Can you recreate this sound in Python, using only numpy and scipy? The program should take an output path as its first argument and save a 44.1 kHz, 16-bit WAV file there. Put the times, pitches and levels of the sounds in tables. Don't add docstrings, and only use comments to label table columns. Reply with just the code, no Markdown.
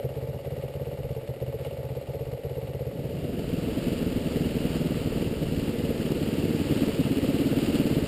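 import sys
import numpy as np
from scipy import signal
from scipy.fft import rfft, irfft, next_fast_len
from scipy.io import wavfile
from scipy.ndimage import uniform_filter1d, map_coordinates

SR = 44100
rng = np.random.default_rng(int(sys.argv[2]) if len(sys.argv) > 2 else 0)


def amplitude_ratio(level_db):
    exponent = np.asarray(level_db, float) / 20
    return 10 ** exponent


def store_pcm(level_fs):
    pcm = np.round(np.clip(level_fs, -1, 1) * 32767).astype(np.int16)
    wavfile.write(sys.argv[1], SR, np.atleast_2d(pcm).T)


N = 355887

# time in seconds, engine cycles done.
IDLE_CRANK = [(-0.013, 0), (0.29, 5), (0.931, 16), (1.167, 20), (1.42, 24), (1.606, 27), (2.392, 40),
              (3.408, 57)]
RIDE_CRANK = [(2.945, 0), (4.064, 23), (4.654, 35), (5.313, 48), (5.785, 57), (6.106, 63), (6.44, 69),
              (6.709, 74), (6.876, 77), (7.288, 84), (8.082, 98)]
# time in seconds, loss in dB.
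IDLE_MISFIRES = [(-0.013, 17), (0.108, 6), (0.408, 9), (0.698, 9.5), (0.931, 2), (1.048, 1), (1.229, 14),
                 (1.356, 16.5), (1.726, 2.5), (2.03, 11), (2.392, 19.5), (2.513, 3.5), (2.929, 13)]
RIDE_MISFIRES = [(3.091, 2), (3.189, 4.5), (3.286, 4.7), (3.384, 3.3), (3.432, 7.4), (3.578, 3.5),
                 (3.627, 4.1), (3.724, 11), (3.822, 13), (3.92, 3), (3.969, 8), (4.114, 9.4), (4.213, 7.5),
                 (4.311, 7), (4.507, 7.7), (4.605, 3.3), (4.705, 6), (4.805, 2.7), (5.008, 4.5),
                 (5.11, 5.2), (5.365, 15), (5.47, 4), (5.733, 3), (5.946, 6.5), (6.052, 1.2), (6.162, 1.5),
                 (6.327, 1.3), (6.655, 5.9), (6.764, 2), (6.934, 8.9)]
# time in seconds, load in dB.
LOAD = [(2.9, -9), (3.45, -5.5), (3.8, -1.5), (4.3, -2), (4.75, -1.5), (5.3, -2.5), (5.7, -2.5),
        (6.05, -1.5), (6.3, -1.5), (6.8, 1), (7.1, -0.5), (7.4, 1), (7.8, 1), (8.07, 0)]

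# crank angle as share of a cycle, length as share of a cycle,
# pipe note in Hz, decay in seconds, level in dB, phase lead in turns.
IDLE_PUFFS = [
    (-0.048, 0.326, 126, 0.028, 2, 0.068),
    (0.2606, 0.44, 125, 0.01, 5, 0.57),
    (0.02, 0.51, 79, 0.03, -8, 0.51),
]
RIDE_THUMP = [
    (0.0017, 0.52, 170, 0.0092, -3, 0),
    (0.254, 0.4, 155.5, 0.0099, -7.5, 0.063),
    (0.011, .5, 91, 0.0077, -11.5, 0.16),
]
RIDE_RING = [
    (0.0017, .23, 257, 0.017, -3.0, 0),
    (0.2515, 0.228, 241, 0.013, -4.0, 0.0021),
    (-0.1995, 0.24, 348, 0.012, -9, 0.021),
]

# crank angle as share of a cycle, level in dB.
IDLE_KNOCKS = [(-.05, 2.5), (.125, 1)]
GEAR_KNOCKS = [(-.29, 0), (.31, -6)]
RIDE_KNOCKS = [(-.22, -2), (-.03, -6.5), (.24, 3.5), (0.398, -2.5)]
VALVE_TICKS = [(-.29, -7), (-.2, -9), (.05, -10.5), (.5, -12)]
# pitch in Hz, width in Hz (wider dies sooner), level in dB.
CASES = [(448.2, 40.4, 0), (483.4, 22.8, -6.5), (550.4, 30.3, -6), (645, 46, -20.5), (863, 20, -31.5)]
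COVERS = [(555.4, 43, 1), (630, 52, -13), (846, 50, -20.5)]
HEAD = [(1100, 200, -3), (1930, 210, -3), (2155, 73, -6.5), (2840, 180, 3), (4600, 880, -21.5)]

# frequency in Hz, level in dB per Hz.
IDLE_ROAR = [(40, -20), (70, -24), (130, 2.5), (200, -24), (320, -11.5), (500, 0), (700, -16.5),
             (900, -24.5), (1100, -44)]
RIDE_ROAR = [(40, -22), (80, -3.5), (160, -1), (280, -2), (400, -6.5), (480, -6.5), (700, -15.5),
             (900, -47), (1100, -59)]
IDLE_HISS = [(470, -25), (800, -0.5), (870, 9), (962, -53), (1130, -5.5), (1730, -10), (1910, -4),
             (2870, -7.5), (3310, -11), (4590, -12.5), (5900, -25.5), (7670, -64), (13000, -120)]
RIDE_HISS = [(470, -30), (800, 0), (884, 1.5), (994, -6), (1320, -1.5), (1510, -4.5), (2430, -3), (2850, 2),
             (3570, -7.5), (4750, -6.5), (5900, -21.5), (7670, -57), (13000, -120)]

# time in seconds, rise of the hiss in dB.
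JOLTS = [(1.65, 5), (2.67, 2), (4.76, 1.5), (6.07, 1), (7.64, 1.5), (7.77, 3.5)]
# time in seconds, level in dB.
WIND = [(0.0, -53), (0.85, -68), (1.06, -44), (1.26, -61), (2.13, -78), (2.22, -48), (2.4, -60),
        (2.85, -62), (3.5, -42.5), (5.15, -40.5), (5.53, -39), (5.68, -46), (5.91, -43), (6.5, -56),
        (6.94, -47), (7.3, -60), (7.8, -40), (8.07, -49)]
# time in seconds, share of the riding scene.
FADE = [(2.83, 0.035), (3.42, 0.96)]


def in_time(rows):
    s, *columns = np.transpose(rows)
    return [np.interp(np.arange(N) / SR, s, column) for column in columns]


def rms_one(x):
    return x / np.sqrt(np.mean(x ** 2) + 1e-20)


def coloured(spectrum):
    hz, db = np.transpose(spectrum)
    size = next_fast_len(N)
    log_hz = np.log(np.arange(size // 2 + 1) * SR / size + 1)
    gain = amplitude_ratio(np.interp(log_hz, np.log(hz), db))
    return rms_one(irfft(rfft(rng.standard_normal(size)) * gain, size)[:N])


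def drift(rate):
    points = rng.standard_normal(int(N / SR * rate) + 2)
    return map_coordinates(points, [np.arange(N) / SR * rate], order=3)


def firing(crank, misfires, burn_db, uneven_db):
    at, done = np.transpose(crank)
    s = np.interp(np.arange(done[-1] + 1), done, at)
    loss = np.zeros(len(s))
    for when, loss_db in misfires:
        loss[np.argmin(abs(s - when))] = loss_db
    loss_before = np.r_[0, loss[:-1]]
    rebound = np.minimum(0.083 * loss_before, 2) * (loss == 0)
    return np.c_[s, burn_db(s) - loss + rebound + uneven_db * rng.standard_normal(len(s))]


def relative_strength(burn_db):
    return burn_db - uniform_filter1d(burn_db, size=9)


def throb(burns, centre, sharp, floor_db, follow):
    s, db = np.transpose(burns)
    turns, = in_time(np.c_[s, np.arange(len(s))])
    nearest = np.clip(np.round(turns - centre).astype(int), 0, len(s) - 1)
    burn = relative_strength(db)[nearest]
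    swell = np.exp(sharp * (np.cos(2 * np.pi * (turns - centre)) - 1))
    return rms_one(amplitude_ratio(floor_db) + amplitude_ratio(follow * burn) * swell)


def exhaust(burns, puffs, level_db, scatter):
    out = np.zeros(N + 2 * SR)
    t = np.arange(SR // 20) / SR
    s, db = np.transpose(burns)
    luck = scatter * rng.standard_normal((len(s), len(puffs), 3))
    for at, burn_db, cycle, chances in zip(s, db, np.gradient(s), luck):
        for puff, (late, sharp, loud) in zip(puffs, chances):
            share, lasts, hz, decay, puff_db, lead = puff
            choke = np.clip((lasts * cycle - t) / 0.004 + 0.5, 0, 1)
            shape = (1 - np.exp(-t / 0.0015)) ** 2 * np.exp(-t / decay) * choke
            pipe_hz = hz * (1 + 0.033 * sharp)
            wave = np.cos(2 * np.pi * (pipe_hz * (t - 0.0026) + lead))
            start = at + share * cycle * (1 + 0.023 * late) - 0.0022
            i = int(start * SR) + SR
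            out[i:i + len(t)] += amplitude_ratio(burn_db + puff_db + 2.0 * loud) * shape * wave
    return amplitude_ratio(level_db) * out[SR:SR + N]


def resonance(x, hz, width):
    r = np.exp(-np.pi * width / SR)
    top = [(1 - r * r) / 2, 0, (r * r - 1) / 2]
    return signal.lfilter(top, [1, -2 * r * np.cos(2 * np.pi * hz / SR), r * r], x)


def struck(burns, knocks, modes, jitter, spread_db, follow):
    s, db = np.transpose(burns)
    share, knock_db = np.transpose(knocks)
    at = s[:, None] + share * np.gradient(s)[:, None]
    at = at + jitter * rng.standard_normal(at.shape)
    place = np.clip(at * SR, 0, N).astype(int).ravel()
    burn_part = follow * relative_strength(db)[:, None] * (share > -0.1)
    out = 0
    for hz, width, mode_db in modes:
        size = amplitude_ratio(knock_db + burn_part + spread_db * rng.standard_normal(at.shape))
        clicks = np.bincount(place, size.ravel(), N + 1)[:N] + 1e-18
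        softened = resonance(clicks, hz, 4 * width)
        out = out + amplitude_ratio(mode_db) * rms_one(resonance(softened, hz, width))
    return rms_one(out)


def hiss(burns, spectrum, tick, depth_db, ticks_db):
    grains = amplitude_ratio(4.0 * np.minimum(rng.exponential(1, N // 200 + 1), 5)).repeat(200)[:N]
    texture = rms_one(1 + amplitude_ratio(ticks_db) * uniform_filter1d(grains, size=150))
    swell = throb(burns, tick, 3.3, depth_db, 0.43)
    return coloured(spectrum) * texture * swell * amplitude_ratio(0.47 * drift(12))


def idle(clatter_db, roar_db, hiss_db):
    burns = firing(IDLE_CRANK, IDLE_MISFIRES, lambda s: -30.5, uneven_db=0.5)
    pipe = exhaust(burns, IDLE_PUFFS, level_db=2.7, scatter=0.11)
    gear = struck(burns, GEAR_KNOCKS, COVERS, jitter=0.0003, spread_db=1.5, follow=0.1)
    knocks = struck(burns, IDLE_KNOCKS, CASES, jitter=0.0002, spread_db=1.5, follow=0.4)
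    shake = amplitude_ratio(-9.0) * coloured(IDLE_ROAR[4:]) * throb(burns, 0.04, 1.2, -12, 0.22)
    clatter = amplitude_ratio(clatter_db - 1) * (knocks + 0.7 * gear + shake)
    roar = amplitude_ratio(roar_db - 2.5) * coloured(IDLE_ROAR) * throb(burns, 0.08, 2.2, -8, 0.5)
    ticks = amplitude_ratio(-10.5) * struck(burns, VALVE_TICKS, HEAD, jitter=0.00099, spread_db=2.5, follow=0.1)
    head = ticks + hiss(burns, IDLE_HISS, tick=-0.21, depth_db=8.6, ticks_db=-19)
    return pipe + clatter + roar + amplitude_ratio(hiss_db) * head


def wind(wind_db):
    rumble = coloured([(12, -27), (25, 0.5), (45, 1), (60, 5), (120, -12), (300, -71)])
    return amplitude_ratio(wind_db + 1.1 * drift(14)) * rumble


def ride(clatter_db, roar_db, hiss_db):
    load_db, = in_time(LOAD)
    load_s, load_points = np.transpose(LOAD)
    burns = firing(RIDE_CRANK, RIDE_MISFIRES,
                   lambda s: -19 + 0.8 * np.interp(s, load_s, load_points), uneven_db=0.7)
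    thump = exhaust(burns, RIDE_THUMP, level_db=-0.5 * load_db + 2.4, scatter=0.5)
    ring = exhaust(burns, RIDE_RING, level_db=1.37 * load_db + 6.0, scatter=0.4)
    knocks = struck(burns, RIDE_KNOCKS, CASES, jitter=0.00094, spread_db=3.4, follow=0.2)
    clatter = amplitude_ratio(clatter_db + 0.95 * load_db - 2) * knocks
    roar = coloured(RIDE_ROAR) * throb(burns, 0.2, 1.3, 1.5, 0.55)
    roar = amplitude_ratio(roar_db + 0.3 * load_db - 1.0) * roar
    ticks = amplitude_ratio(-14.5) * struck(burns, VALVE_TICKS, HEAD, jitter=0.003, spread_db=5.8, follow=0.84)
    head = ticks + hiss(burns, RIDE_HISS, tick=0.23, depth_db=12.7, ticks_db=-21.5)
    return thump + ring + clatter + roar + amplitude_ratio(hiss_db + 1.14 * load_db) * head


def scene():
    t = np.arange(N) / SR
    jolt_s = 0.024
    jolt_db = sum(db * np.exp(-0.5 * ((t - s) / jolt_s) ** 2) for s, db in JOLTS)
    still = idle(clatter_db=-43, roar_db=-36, hiss_db=-55 + jolt_db)
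    moving = ride(clatter_db=-37.5, roar_db=-29.5, hiss_db=-42.5 + jolt_db)
    fade = np.clip(in_time(FADE)[0], 0, 1)
    mix = np.sqrt(1 - fade) * still + np.sqrt(fade) * moving
    return (mix + wind(in_time(WIND)[0]))[None]


def sample_and_hold(x):
    hold_hz, cutoff_hz = 12000, 15300
    size = next_fast_len(N)
    hz = np.arange(size // 2 + 1) * SR / size
    low_pass = np.clip((hold_hz / 2 - hz) / 400, 0, 1)
    make_up = np.sinc(np.minimum(hz / hold_hz, 0.5))
    base = irfft(rfft(x, size) * low_pass / make_up, size)
    sampled = base * (1 + 2 * np.cos(2 * np.pi * hold_hz * np.arange(size) / SR))
    return irfft(rfft(sampled) * np.sinc(hz / hold_hz) * (hz < cutoff_hz), size)[:, :N]


def roll_off(x):
    return signal.sosfilt(signal.butter(12, 16570, fs=SR, output="sos"), x)


def record(dry):
    held = sample_and_hold(dry)
    return roll_off(held)


dry = scene()
out = record(dry)
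store_pcm(out)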